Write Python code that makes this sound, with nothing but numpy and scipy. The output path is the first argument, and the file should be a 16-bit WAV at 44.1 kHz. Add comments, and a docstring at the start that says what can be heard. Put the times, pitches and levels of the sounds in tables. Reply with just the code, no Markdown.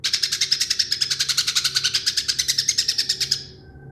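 """Caged songbird scolding

A small room, the microphone near the cage: a fast run of harsh syllables, each a quick arch of pitch.
One side of the syrinx starts clean, the other joins, and the two grate together. A motor hums low
behind it throughout; near the end a faint call from far off, perhaps a rooster, holds two notes."""
import sys
import numpy as np
from scipy import signal
from scipy.fft import rfft, irfft
from scipy.io import wavfile
from scipy.ndimage import uniform_filter1d

SR = 44100
rng = np.random.default_rng(int(sys.argv[2]) if len(sys.argv) > 2 else 0)


def wrap_up_sound(samples):
    """Save the sound to the file named by the first command line argument, as 16-bit audio."""
    columns = np.atleast_2d(samples).T
    # keep every value between -1 and 1, then stretch to whole-number steps
    tamed = np.clip(columns, -1, 1)
    steps = np.round(tamed * 32767).astype(np.int16)
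    wavfile.write(sys.argv[1], SR, steps)


N = 176400
CUTOFF_HZ = 13500

# The bird, near the microphone. Each row: start and length in seconds, top pitch in Hz, whistle level
# in dB, the whistle's place in the syllable from 0 to 1, middle and high band levels in dB.
SYLLABLES = [(.039, 0.055, 1648, -26, 0.18, -25, -25.5), (.126, 0.049, 1883, -21.5, 0.28, -25, -26),
             (.224, 0.044, 1829, -20.5, 0.31, -26, -25.5), (.316, 0.052, 1725, -30, 0.19, -27, -23.5),
             (.408, 0.046, 2169, -22.5, 0.19, -23, -24), (.509, 0.05, 1836, -17.5, 0.29, -28, -29),
             (.599, 0.047, 1886, -21.5, 0.33, -27.5, -22.5), (.697, 0.044, 1845, -21, 0.24, -27, -26.5),
             (.789, 0.047, 1922, -17.5, 0.28, -27.5, -28), (.908, 0.046, 1737, -22.5, .42, -27.5, -27.5),
             (1.006, 0.041, 1719, -19, 0.41, -27.5, -27.5), (1.1, 0.042, 1630, -24.5, 0.3, -26, -24.5),
             (1.192, 0.043, 1623, -27.5, .36, -23, -24), (1.286, 0.038, 1511, -30, 0.37, -22, -22.5),
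             (1.373, 0.042, 1491, -35.5, 0.47, -21.5, -22), (1.467, .047, 1497, -31, 0.3, -24, -24.5),
             (1.553, 0.051, 1435, -61, .25, -21.5, -22.5), (1.641, 0.043, 1533, -27.5, 0.42, -22, -23.5),
             (1.747, .048, 1551, -27, 0.4, -22, -25.5), (1.834, 0.054, 1523, -31.5, 0.45, -22.5, -24),
             (1.936, 0.049, 1727, -21.5, 0.31, -24, -25), (2.06, 0.05, 1720, -19, 0.33, -26, -26),
             (2.166, .047, 1741, -23, .36, -26, -22.5), (2.279, 0.049, 1625, -28, 0.22, -28, -25.5),
             (2.385, 0.037, 2058, -23.5, 0.29, -24.5, -23), (2.481, 0.041, 2036, -24.5, 0.24, -25, -21),
             (2.577, 0.042, 1855, -20, 0.2, -28.5, -23.5), (2.678, 0.043, 2144, -19, 0.27, -30, -21.5),
             (2.776, 0.053, 1910, -22.5, 0.15, -27.5, -24), (2.88, 0.045, 1890, -21, 0.12, -31, -26.5),
             (2.98, 0.045, 1889, -22, 0.15, -28.5, -24.5), (3.091, 0.043, 1900, -22, 0.13, -30, -26),
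             (3.205, 0.039, 1892, -25, 0.19, -27.5, -23.5), (3.307, 0.042, 1693, -20, 0.25, -32.5, -26)]


def bird(jitter_hz=543, flutter_hz=165, air_hz=13120):
    """The scolding run: each syllable gets its own pitch jitter, level flutter and air noise."""
    noises = np.array([wobble(N, hz) for hz in (jitter_hz, jitter_hz, flutter_hz, air_hz)])
    run = np.zeros(N)
    for k, row in enumerate(SYLLABLES):
        add(run, *syllable(row, noises[:, k * (N // len(SYLLABLES)):]))
    return run


# How the scolding changes along the run. Each row: time in seconds, harshness from 0 to 1, place of
# the top pitch from 0 to 1, top pitch of the second voice in Hz, downstroke level in dB.
MANNER = [(1.0, 0.72, 0.47, 2700, -33), (1.401, 0.96, .48, 2380, -26), (1.999, 0.86, .46, 2551, -27),
          (2.45, 0.25, .35, 2607, -23)]


def syllable(row, noises, coupling=.62, second_db=-6, rasp_db=-.5, flutter_db=3):
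    """One side of the syrinx rises and whistles; the other joins, grates against it and sweeps down."""
    start, length, top_hz, whistle_db, whistle_at, middle_db, high_db = row
    harsh, top_at, second_top_hz, downstroke_db = follow(MANNER, start)
    t = np.arange(0, length, 1 / SR)
    u = t / length
    shake_a, shake_b, flutter, air = noises[:, :len(t)]
    break_at = whistle_at + .1 * (1 - harsh)  # harsh syllables break sooner
    joined = np.clip((u - break_at) / .13 + .5, 0, 1)
    rough = harsh * joined
    jitter = .016 + .045 * rough ** 2
    hz_a = top_hz * arch(u, top_at, rise=.36, fall=.37) * (1 + jitter * shake_a)
    hz_b = second_top_hz * arch(u, top_at, rise=.22, fall=.48) * (1 + jitter * shake_b)
    phase_a, phase_b = 2 * np.pi * np.cumsum([hz_a, hz_b], axis=1) / SR
    first = membrane(hz_a, phase_a + coupling * rough * np.sin(phase_b), harmonics=9)
    second = amp(second_db) * joined * membrane(hz_b, phase_b, harmonics=5)
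    rasp = amp(rasp_db) * (.24 + rough) * air * (1 + np.cos(phase_a))  # air chopped by the first voice
    drive = (first + second + rasp) / np.sqrt(1 + rough)
    swell_db = -16 * np.where(u < .4, (1 - u / .4) ** 2, (u - .4) / .6)  # peaks 40% of the way in
    edges = np.clip(np.minimum(t, length - t) / .002, 0, 1)
    envelope = amp(swell_db + flutter_db * flutter) * edges
    flash = np.exp(-((u - whistle_at) / .14) ** 2)
    whistle = unit(flash * envelope * np.sin(3 * phase_a))
    downstroke = unit(joined * envelope * np.sin(2 * phase_b))
    low_db = -20 + .5 * middle_db
    body = throat(drive * envelope, (low_db, middle_db, high_db))
    return start, body + amp(whistle_db) * whistle + amp(downstroke_db) * downstroke


def arch(u, top_at, rise, fall):
    """Pitch factor that climbs from 1 - rise to one, then slides down to 1 - fall."""
    after = abs(u - top_at) / (1 - top_at)
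    return 1 - np.where(u < top_at, rise * (1 - u / top_at) ** 2, fall * after ** 1.5)


def membrane(hz, phase, harmonics, spread_db=6):
    """One vibrating membrane; its harmonics vary in strength from syllable to syllable."""
    gains = amp(spread_db * rng.uniform(-1.35, 1, harmonics))
    return sum(g * np.cos(k * phase) * (k * hz < CUTOFF_HZ) / k ** .37 for k, g in enumerate(gains, 1))


# Windpipe and open beak. Each row: frequency in Hz, relative gain in dB.
THROAT = [(900, -23.5), (1400, -6.5), (2300, -1.5), (2850, -11), (3900, 3), (6400, 2), (7200, -8),
          (8500, -8.5), (11000, -18), (12600, -13.5)]


def throat(drive, band_db, edges_hz=(2535, 4625), size=4096):
    """The windpipe colours the voice; each of three bands gets its level."""
    f = np.fft.rfftfreq(size, 1 / SR)
    spectrum = rfft(drive, size) * amp(curve(THROAT, f))
    low, below_high = [1 / (1 + (f / edge) ** 20) for edge in edges_hz]
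    bands = zip(band_db, (low, below_high - low, 1 - below_high))
    return sum(amp(db) * unit(irfft(spectrum * band, size)[:len(drive)]) for db, band in bands)


# The small room around the cage. Each row: frequency in Hz, seconds to die away by 60 dB.
ROOM_DECAY = [(1500, 0.73), (4600, .64), (6300, 0.42)]


def room(x, direct_db=-1, cage_db=-7, tail_db=-12.5, cage_decay_s=.0075):
    """The microphone hears the bird direct, a quick scatter off bars and wall, then the room's tail."""
    hz, t, noise = signal.stft(rng.standard_normal(SR), SR, nperseg=256)
    decay = amp(-60 * t / curve(ROOM_DECAY, hz)[:, None])
    tail = signal.istft(noise * decay, SR, nperseg=256)[1]
    early = np.exp(-np.arange(len(tail)) / SR / cage_decay_s)
    tail *= 1 - early
    cage = early * rng.standard_normal(len(tail))
    response = amp(tail_db) * tail / np.linalg.norm(tail) + amp(cage_db) * cage / np.linalg.norm(cage)
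    return amp(direct_db) * x + signal.fftconvolve(x, response)[:N]


# The motor, in the background. Each row: frequency in Hz, level in dB before the background gain.
HUM_LINES = [(68.4, -57), (102.3, -55), (136.5, -49.5), (376.8, -56.5), (445.5, -64)]
# The room's low rumble. Each row: frequency in Hz, relative spectral level in dB.
RUMBLE = [(45, -9), (80, 2.5), (420, -5.5), (560, -18.5), (900, -26), (3500, -41.5)]
# The recorder's gain creeps up, so hum and rumble slowly grow louder.
# Each row: time in seconds, gain in dB.
BACKGROUND_GAIN = [(.8, -1.5), (2.8, 0.5), (3.8, 3)]


def motor(drift=.00637, waver=.43, rumble_db=-50):
    """Hum lines drift together in pitch and waver separately in level, over a low rumble."""
    turns = np.cumsum(1 + drift * wobble(N, 2.265)) / SR
    hum = np.zeros(N)
    for hz, db in HUM_LINES:
        level = 1 + waver * wobble(N, 4.05)
        hum += amp(db) * unit(level * np.sin(2 * np.pi * (hz * turns + rng.random())))
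    colour = amp(curve(RUMBLE, np.fft.rfftfreq(N, 1 / SR)))
    rumble = unit(irfft(rfft(rng.standard_normal(N)) * colour, N))
    gain_db = follow(BACKGROUND_GAIN, np.arange(N) / SR)[0]
    return (hum + amp(rumble_db) * rumble) * amp(gain_db)


# The call, far from the microphone. Each row: time in seconds, pitch in Hz, levels of the
# fundamental and its octave in dB.
FAR_CALL = [(2.9, 799, -58, -87.5), (3.558, 765, -69.5, -94.5), (3.639, 775, -65, -59),
            (3.899, 775, -59.5, -56.5)]


def far_call(waver=.007, blur_hz=45):
    """Two held notes on a hoarse, blurred fundamental; a clearer octave comes out in the second."""
    t = np.arange(N) / SR
    hz, fundamental_db, octave_db = follow(FAR_CALL, t)
    phase = 2 * np.pi * np.cumsum(hz * (1 + waver * wobble(N, blur_hz))) / SR
    hoarse = unit(np.sin(phase) * wobble(N, blur_hz) + np.cos(phase) * wobble(N, blur_hz))
    octave = unit(np.sin(2 * phase) * (1 + .5 * wobble(N, blur_hz)))
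    return (amp(fundamental_db) * hoarse + amp(octave_db) * octave) * (t > FAR_CALL[0][0])


def hiss_gate(x, above_hz=2200, threshold_db=-79.5, depth_db=-10):
    """Turns down treble that has fallen below a threshold, which cuts the echo short."""
    hz, _, spectra = signal.stft(x, SR, nperseg=512)
    power = uniform_filter1d(abs(spectra) ** 2, size=5, axis=-1)
    power = uniform_filter1d(power, size=5, axis=-2)
    faint = 1 / (1 + (power / amp(threshold_db) ** 2) ** 2)
    gain = amp(depth_db * faint * (hz > above_hz)[:, None])
    return signal.istft(spectra * gain, SR, nperseg=512)[1][:, :N]


def amp(db):
    """Decibels to gain."""
    return 10 ** (np.asarray(db) / 20)


def unit(x):
    """Scales to an rms of one."""
    return x / np.sqrt(np.mean(x ** 2) + 1e-20)


def curve(points, hz):
    """Reads a table on a log-frequency axis."""
    f, value = np.transpose(points)
    return np.interp(np.log(hz + 1), np.log(f), value)


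def follow(table, t):
    """Reads a table's columns at time t."""
    times, *columns = np.transpose(table)
    return [np.interp(t, times, column) for column in columns]


def add(mix, start, sound):
    """Mixes a sound in at a time in seconds."""
    part = mix[max(round(start * SR), 0):][:len(sound)]
    part += sound[:len(part)]


def wobble(n, hz):
    """Smooth random motion up to about a given rate."""
    f = np.fft.rfftfreq(N, 1 / SR)
    return unit(irfft(rfft(rng.standard_normal(N)) * np.exp(-(f / hz) ** 2), N))[:n]


def scene():
    """One microphone in the room: the bird in front, the motor behind, the call far off."""
    return (room(bird()) + motor() + far_call())[None]


def record(dry, ceiling=.56, stop_s=3.91):
    """After the microphone: hiss gate, rounded peaks, a quick fade near the end and a steep low-pass."""
    gated = hiss_gate(dry)
    rounded = gated / (1 + (gated / ceiling) ** 8) ** (1 / 8)
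    fade = np.clip((stop_s - np.arange(N) / SR) / .004, 0, 1)
    lowpass = signal.firwin(201, CUTOFF_HZ, window=("kaiser", 9), fs=SR)
    return signal.oaconvolve(rounded * fade, lowpass[None], "same")


dry = scene()
out = record(dry)
wrap_up_sound(out)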